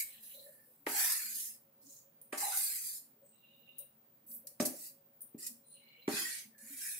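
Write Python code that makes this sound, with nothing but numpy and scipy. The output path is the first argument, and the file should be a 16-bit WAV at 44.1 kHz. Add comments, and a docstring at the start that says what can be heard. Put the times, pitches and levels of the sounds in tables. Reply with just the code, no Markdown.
"""Quiet kitchen, steel pot on a stove, microphone close: burner rush, simmer and a thin whine throughout.
From the start a steel spatula drags gritty hiss through wet flour (filtered grains and noise) and its
edge sings on steel (narrow noise); bubbles (rising tones), steam gurgles and hollow spatula notes (noise
swells) join. Then come knocks on the pot, muffled by dough (push, ring and slap), and lumps crushed in
spurts of hiss; last to enter are blade ticks on the wall (click and high ring). A short room tail follows."""
import sys
import numpy as np
from scipy import signal
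from scipy.fft import rfft, irfft, next_fast_len
from scipy.io import wavfile
from scipy.ndimage import uniform_filter1d

SR = 44100
rng = np.random.default_rng(int(sys.argv[2]) if len(sys.argv) > 2 else 0)


def dump(signal):
    """Clip the signal to [-1, 1] and save it as 16-bit WAV at the path in sys.argv[1]."""
    limited = np.clip(np.atleast_2d(signal).T, -1, 1)
    pcm = np.round(limited * 32767).astype(np.int16)
    wavfile.write(sys.argv[1], SR, pcm)


N = 308435
TIME = np.arange(N) / SR
CUT_HZ = 15800  # top of the recorder's band


def amp(db):
    """Amplitude from dB."""
    return 10 ** (np.asarray(db) / 20)


def unit(x):
    """Scales to rms 1."""
    return x / np.sqrt(np.mean(x ** 2) + 1e-20)


def read(points, hz):
    """A table's value on a log-frequency axis."""
    f, value = np.transpose(points)
    return np.interp(np.log(hz + 1), np.log(f + 1), value)


def add(mix, s, sound):
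    """Mixes a sound in at time s."""
    part = mix[:, max(round(s * SR), 0):][:, :sound.shape[-1]]
    part += sound[..., :part.shape[1]]


def colour(x, gain):
    """Filters by a gain given as a function of Hz."""
    size = next_fast_len(x.shape[-1])
    return irfft(rfft(x, size) * gain(np.fft.rfftfreq(size, 1 / SR)), size)[..., :x.shape[-1]]


# how alike the two microphone ports hear noise: [f/Hz, left-right likeness 0-1]
LIKENESS = [(200, 0.97), (600, 0.38), (1500, 0.044), (10000, 0.039)]


def noise(size):
    """White noise at two microphone ports, alike in the bass."""
    def alike(f):
        return np.clip(read(LIKENESS, f), 0, 1)

    shared = colour(rng.standard_normal(size), lambda f: np.sqrt(alike(f)))
    separate = colour(rng.standard_normal((2, size)), lambda f: np.sqrt(1 - alike(f)))
    return shared + separate


def peak(f, hz, width):
    """Gain of a resonance, halved at half its width to either side."""
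    return 1 / (1 + (2 * (f - hz) / width) ** 2)


def swell(t, length):
    """Rises to 1 in a quarter of its length, then dies away."""
    u = 4 * t / length
    return u * np.exp(1 - u)


def patches(shape, order, size):
    """A random field, smooth over order bins and size frames."""
    across = uniform_filter1d(rng.standard_normal(shape), order, axis=0)
    return unit(uniform_filter1d(across, size, axis=1))


# spectrum of the stove and kitchen: [f/Hz, relative level/dB per Hz]
FLOOR_SPECTRUM = [(25, -49), (70, -30), (130, -8.5), (219, -15), (414, -16.5), (554, -16.5), (1510, -25),
                  (2860, -29.5), (6000, -34), (8240, -31), (14000, -29)]


def stove(rush_db=-73.5, simmer_db=-81, hollow_db=-82, surge_db=6, whine_db=-68, whine_hz=15146):
    """The burner's soft rush, the pot's hollow simmer that comes and goes, and a thin steady whine."""
    rush = amp(rush_db) * unit(colour(noise(N), lambda f: amp(read(FLOOR_SPECTRUM, f))))
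    simmer = 0
    for hz, db in ((224, simmer_db), (553, hollow_db)):
        surge = rng.uniform(-1, 1, size=60)
        surge = np.interp(TIME, np.linspace(0, TIME[-1], len(surge)), surge)
        band = unit(colour(noise(N), lambda f: peak(f, hz, 20.44)))
        simmer += amp(db + surge_db * surge) * band
    # a narrow core with a weaker skirt
    whine = colour(noise(N), lambda f: peak(f, whine_hz, 10) + .15 * peak(f, whine_hz, 300))
    return rush + simmer + amp(whine_db) * unit(whine)


def grit(per_s, share):
    """Countless tiny slips: separate random grains, by their share of the power, among smooth noise."""
    struck = rng.random(N) < per_s / SR
    grains = struck * (rng.standard_normal(N) * .5 + rng.standard_normal((2, N)))
    return np.sqrt(share) * unit(grains) + np.sqrt(1 - share) * noise(N)


def pressure(t, rise, hold, fade):
    """Gain of one push, t seconds after it starts: builds, eases off while held, lifts away."""
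    build_db = 8.5 + 40.5 * rise  # the longer the rise, the deeper it starts
    build = build_db * np.clip(1 - t / rise, 0, 1)
    ease = 39.5 * np.clip(t - rise, 0, hold)  # dB per s
    lift = np.clip(1 - (t - rise - hold) / fade, 0, 1) ** 2
    touch = np.clip(t / (0.014 * rise), 0, 1)  # the blade makes contact early in the rise
    return touch * amp(-build - ease) * lift


def low_edge(t, low_hz=400, hz_per_db=47, hz_per_s=2780, top_hz=1690):
    """Lowest Hz of the rasp: a hard knock sets the blade on the floor, then the edge climbs as it leaves."""
    edges = []
    for s, *_, clack_db in KNOCK_EVENTS:
        climb = low_hz - hz_per_db * clack_db + hz_per_s * (t - s)
        edges.append(np.where(t > s - .005, climb, np.inf))
    return np.minimum(np.min(edges, axis=0), top_hz)


# spectrum of wet flour on steel: [f/Hz, relative level/dB per Hz]
HISS_SPECTRUM = [(1450, -13), (1850, -5), (2190, -9), (2440, -10), (3350, -16), (4300, -3.5), (6830, -2),
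                 (7610, 1), (12100, 3.5), (14300, -1.5), (16000, -3.5)]
# pushes of the blade through the flour, levels before the trims below:
# [t/s, rise/s, hold/s, fade/s, fine hiss level/dB, rustle level/dB and low rasp level/dB relative
# to the hiss, brightness of the hiss/dB per octave]
PUSH_EVENTS = [(0.0, 0.0012, 0.0024, 0.062, -31, -13, -12.5, -1),
               (0.02, 0.012, 0.034, 0.26, -48, -14, -9, 3),
               (0.205, 0.03, 0.42, 0.5, -48.5, -16.5, -21, 7.5),
               (0.864, 0.14, 0.15, 0.33, -27.5, -7.5, -10, -0.5),
               (1.262, 0.11, 0.09, 0.15, -37.5, -8, -18, -0.5),
               (1.815, 0.089, 0.046, 0.15, -55.5, -4.5, -39, 7.5),
               (2.324, 0.004, 0.042, 0.075, -44.5, -10, -4, -14),
               (2.374, 0.041, 0.15, 0.15, -32.5, -8.5, -10.5, -6),
               (2.48, 0.13, 0.14, 0.38, -31, -9.5, -18, -1),
               (2.78, 0.089, 0.11, 0.048, -39.5, -6.5, -29.5, 0),
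               (4.263, 0.063, 0.024, 0.089, -45, -23, -35, 13),
               (4.6, 0.0042, 0.012, 0.03, -33.5, -4.5, -7.5, -13),
               (4.692, .13, 0.042, 0.093, -43.5, -9.5, -22, 5),
               (5.38, 0.076, 0.022, 0.028, -41, -7.5, -12.5, -10.5),
               (6.077, 0.071, 0.24, 0.11, -36, -2, -2.5, -6.5),
               (6.578, 0.29, 0.1, .1, -37.5, -10, -10.5, -2.5)]


def strokes(fine_db=-3.5, rustle_db=-7.0, rasp_db=-5.0, patchy_db=3.5, judder_db=1.0, quiet_below_db=-34,
            ripple_db=3.0, quiet_ripple_db=7.0):
    """Wet flour dragged over hot steel: a fine hiss above a rustle and a low rasp."""
    f, t, z = signal.stft(grit(per_s=5000, share=0.4), SR, nperseg=512, noverlap=432)
    upper = 1 / (1 + (6900 / (f + 1)) ** 20)
    lower = 1 / (1 + (f / 3500) ** 10)
    bands = (upper * (f < CUT_HZ), (1 - upper) * (1 - lower), lower)
    fine, rustle, rasp = (unit(amp(read(HISS_SPECTRUM, f)) * band)[:, None] for band in bands)
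    octaves = np.log2((f[:, None] + 1) / 11000)  # brightness pivots on 11 kHz
    power, force = 0, 0
    for s, rise, hold, fade, db, middle_db, low_db, bright_db in PUSH_EVENTS:
        push = amp(db) * pressure(t - s, rise, hold, fade)
        timbre = amp(fine_db) * unit(fine * amp(bright_db * octaves))
        timbre = timbre + amp(rustle_db + middle_db) * rustle + amp(rasp_db + low_db) * rasp
        power += push ** 2 * timbre ** 2
        force += push
    field = np.sqrt(power / (1 + low_edge(t) ** 10 / (f[:, None] + 1) ** 10))
    # random narrow ripple over the hiss, drifting with time,
    # deeper where the hiss is quiet and in its lower bands
    quiet = np.clip((quiet_below_db - 20 * np.log10(force + 1e-9)) / 10, 0, 1)
    deepening = np.maximum(quiet, 1 - upper[:, None])
    depth_db = ripple_db + (quiet_ripple_db - ripple_db) * deepening
    ripple = amp(depth_db * np.minimum(patches(field.shape, order=2, size=90), 1))
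    ripple /= np.sqrt(np.mean(ripple ** 2, axis=0))
    judder = unit(uniform_filter1d(rng.standard_normal(len(t)), size=7))
    patchy = patches(field.shape, order=2, size=16)
    z = z * field * ripple * amp(patchy_db * patchy + judder_db * judder)
    sound = signal.istft(z, SR, nperseg=512, noverlap=432)[1][:, :N]
    return sound * amp([[-.6], [.6]])  # slightly to the right


# the blade's edge slides lightly on steel, each on one resonance:
# [t/s, length before release/s, f/Hz, width before bending/Hz, level before the envelope/dB]
SLIDE_EVENTS = [(0.0, 0.43, 4000, 380, -66.5), (0.0, 0.32, 3040, 900, -70), (0.392, 0.26, 1790, 128, -76.5),
                (1.848, 0.13, 6940, 1200, -60), (2.226, .06, 9260, 110, -70), (3.214, 0.14, 8050, 111, -72),
                (3.28, 0.56, 2805, 100, -70.5), (3.311, .51, 3790, 220, -74.5),
                (5.644, .1, 9370, 450, -56.5), (5.628, 0.41, 4064, 179, -70.5),
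                (5.716, 0.314, 2880, 317, -70.5), (5.784, 0.3, 2266, 112, -69.5),
                (6.517, .11, 1760, 110, -67.5)]


def slides(attack_share=0.32, release_t60=0.21, waver_db=3.0, flutter_db=2.2, bend_share=0.012,
           scuff_db=-11):
    """A light rub keeps a blade resonance singing; it bends and wavers as the contact point travels."""
    out, t = np.zeros((2, N)), np.arange(SR * 3 // 4) / SR
    for s, length, hz, width, db in SLIDE_EVENTS:
        bend, waver = patches((2, len(t)), order=1, size=2400)
        flutter = patches((1, len(t)), order=1, size=350)
        rub = noise(len(t))
        line = signal.hilbert(colour(rub, lambda f: peak(f, hz, width)))
        bend_phase = 2 * np.pi * np.cumsum(bend_share * hz * bend) / SR
        line = unit((line * np.exp(1j * bend_phase)).real)
        scuff = amp(scuff_db) * unit(colour(rub, lambda f: peak(f, hz, hz / 2) ** 2))
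        attack = np.minimum(t / (attack_share * length), 1)
        release = amp(-60 * np.maximum(t - length, 0) / release_t60)
        song = unit((line + scuff) * amp(waver_db * waver + flutter_db * flutter))
        add(out, s, amp(db) * song * attack * release)
    return out


def blips(per_s=6.2, top_db=-70, range_db=11, low_hz=210, high_hz=600, length=0.0634, glide=0.1):
    """Small bubbles break through the paste at random, each rising a little in pitch."""
    out, t = np.zeros((2, N)), np.arange(SR // 4) / SR
    for when, pitch, size in rng.random((int(per_s * N / SR), 3)):
        hz = low_hz * (high_hz / low_hz) ** (pitch ** 2) * (1 + glide * t / length)
        tone = np.sin(2 * np.pi * np.cumsum(hz) / SR)
        add(out, when * N / SR, amp(top_db + range_db * (size - 1)) * swell(t, length) * tone)
    return out


# steam gurgles, and hollow notes of the spatula near 800 Hz: [t/s, f/Hz, level/dB, length/s]
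LOW_SWELL_EVENTS = [(0.334, 560, -63.5, 0.18), (0.45, 578, -60, 0.11), (0.921, 805, -48.5, 0.14),
                    (1.824, 282, -68.5, 0.1), (2.403, 794, -43, 0.17), (2.516, 1480, -49, 0.071),
                    (3.215, 553, -64.5, 0.067), (3.795, 563, -65.5, 0.068), (4.278, 227, -67.5, 0.16),
                    (4.435, 566, -66, 0.1), (4.656, 259, -48.5, 0.097), (4.724, 581, -55, 0.05),
                    (5.484, 233, -63, 0.12), (6.149, 239, -57.5, 0.13), (6.203, 320, -55, 0.063),
                    (6.451, 226, -65, 0.084), (6.621, 231, -63, 0.093), (6.699, 265, -60, 0.097)]


def low_swells(width_share=0.12):
    """Short low swells of noise: steam gurgles, and hollow notes of the spatula near 800 Hz."""
    out, t = np.zeros((2, N)), np.arange(SR // 2) / SR
    for s, hz, db, length in LOW_SWELL_EVENTS:
        note = colour(noise(len(t)), lambda f: peak(f, hz, width_share * hz)) * swell(t, length)
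        add(out, s, amp(db) * note / note[:, :int(length * SR / 2)].std())
    return out


# blade on the pot's floor: [t/s, thud f/Hz, thud level/dB, middle f/Hz,
# middle level/dB and clack level/dB relative to the thud]
KNOCK_EVENTS = [(0.866, 384, -36.5, 915, -2, 1.5), (2.327, 377, -41, 750, -1, 0),
                (4.6, 325, -30, 590, -4, -9.5), (4.619, 242, -39, 600, -7, -13),
                (5.345, 248, -46, 640, -37, -32), (6.078, 316, -29.5, 750, -11, -11.5),
                (6.135, 272, -42, 805, -25, -24)]
# modes of the dough-damped pot: [f/Hz, relative level/dB, t60/s]
POT_MODES = [(240, -1.5, 0.25), (282.5, -1.5, 0.27), (335, -4.5, 0.4), (416.2, 1.5, 0.24), (603, 1.5, 0.2),
             (790, -5, 0.35), (948, -3.5, 0.23), (1150, 2.5, 0.22), (1273, -0.5, 0.26)]


def knocks(push_db=19, smack_db=19.02, smack_t60=0.036, slap_db=13.02, slap_t60=0.42):
    """A dead push, a wet smack and the pot's ring; harder contact brings out the upper bands."""
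    out, t = np.zeros((2, N)), np.arange(SR // 2) / SR
    for s, hz, db, middle_hz, middle_db, clack_db in KNOCK_EVENTS:
        window = np.sin(np.pi * np.minimum(t / 0.0053, 1)) ** 2  # a push of 5.3 ms
        push = amp(push_db) * np.sin(2 * np.pi * hz * t) * window
        ring = 0
        for mode, level, t60 in POT_MODES:
            ring += amp(level - 60 * t / t60) * np.sin(2 * np.pi * (mode * t + rng.random()))
        slap = noise(len(t)) * (amp(smack_db - 60 * t / smack_t60) + amp(slap_db - 60 * t / slap_t60))
        blow = push + (ring + slap) * (1 - np.exp(-t / 0.000059))
        bands = (((0.66 * hz, 1.454 * hz), 0),
                 ((0.82 * middle_hz, 1.15 * middle_hz), middle_db),
                 ((1000, 2400), clack_db))
        for band, band_db in bands:
            sos = signal.butter(2, band, "bandpass", fs=SR, output="sos")
            part = signal.sosfilt(sos, blow)
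            add(out, s, amp(db + band_db) * part / part[:, :SR // 80].std())  # level of the first 12.5 ms
    return out


# lumps crushed under the blade: [t/s, level/dB, length/s]
CRUNCH_EVENTS = [(1.121, -27.5, 0.0085), (2.375, -35.5, 0.025), (2.571, -29, 0.015), (4.313, -52.5, 0.013),
                 (4.469, -42, 0.014), (4.623, -36, 0.012), (4.651, -29, 0.026), (5.464, -35.5, 0.017),
                 (6.192, -35.5, 0.024), (6.271, -45.5, 0.0056)]


def crunches(low_hz=3000):
    """A lump gives way in a short spurt of hiss."""
    out, t = np.zeros((2, N)), np.arange(SR // 6) / SR
    for s, db, length in CRUNCH_EVENTS:
        spurt = colour(noise(len(t)),
                       lambda f: amp(read(HISS_SPECTRUM, f)) * f ** 2 / (f ** 2 + low_hz ** 2))
        add(out, s, amp(db) * unit(spurt) * swell(t, length))
    return out


# blade edge on the wall: [t/s, level/dB, left over right level/dB]
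TICK_EVENTS = [(2.215, -50.5, -2.5), (3.784, -44, 4), (3.79, -41.5, 3), (5.207, -49, -1.5),
               (5.217, -43.5, 5.5)]
# resonances of the thin steel: [f/Hz, width/Hz, relative level/dB]
STEEL_MODES = [(9400, 510, 7), (11900, 960, -5), (14440, 2800, 1)]


def ticks(ring_t60=0.099, ring_db=-11, click_t60=0.058):
    """Thin steel touches steel: a click and a short, high ring."""
    out, t = np.zeros((2, N)), np.arange(SR // 2) / SR

    def steel(f):
        return sum(amp(level) * peak(f, hz, width) for hz, width, level in STEEL_MODES)

    for s, db, pan_db in TICK_EVENTS:
        ring = unit(colour(noise(len(t)), steel))
        decay = amp(-60 * t / click_t60) + amp(ring_db - 60 * t / ring_t60)
        add(out, s, amp([[db + pan_db / 2], [db - pan_db / 2]]) * ring * decay)
    return out


# decay of the room: [f/Hz, t60/s]
KITCHEN_DECAY = [(600, 0.37), (3000, 0.26), (15000, 0.28)]


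def kitchen(x):
    """A diffuse tail, each band dying at its own speed."""
    f, t, z = signal.stft(rng.standard_normal((2, SR // 2)), SR, nperseg=256)
    decay = amp(-60 * t / read(KITCHEN_DECAY, f)[:, None]) * (t > .005)
    tail = signal.istft(z * decay, SR, nperseg=256)[1]
    return signal.fftconvolve(x, tail / np.linalg.norm(tail[0]), axes=1)[:, :N]


def scene():
    """Strokes, knocks and small contacts with their room, over the low swells, bubbles and stove."""
    hiss, thuds = strokes(), knocks()
    small = crunches() + ticks() + slides()
    room = kitchen(amp(-6.5) * hiss + amp(-4.5) * small + amp(-14.5) * thuds)
    return hiss + thuds + small + low_swells() + blips() + room + stove()


def record(dry):
    """The recorder's band limit, a steep low-pass."""
    lowpass = signal.firwin(511, CUT_HZ, window=("kaiser", 9), fs=SR)
    return signal.oaconvolve(dry, lowpass[None], "same")


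dry = scene()
out = record(dry)
dump(out)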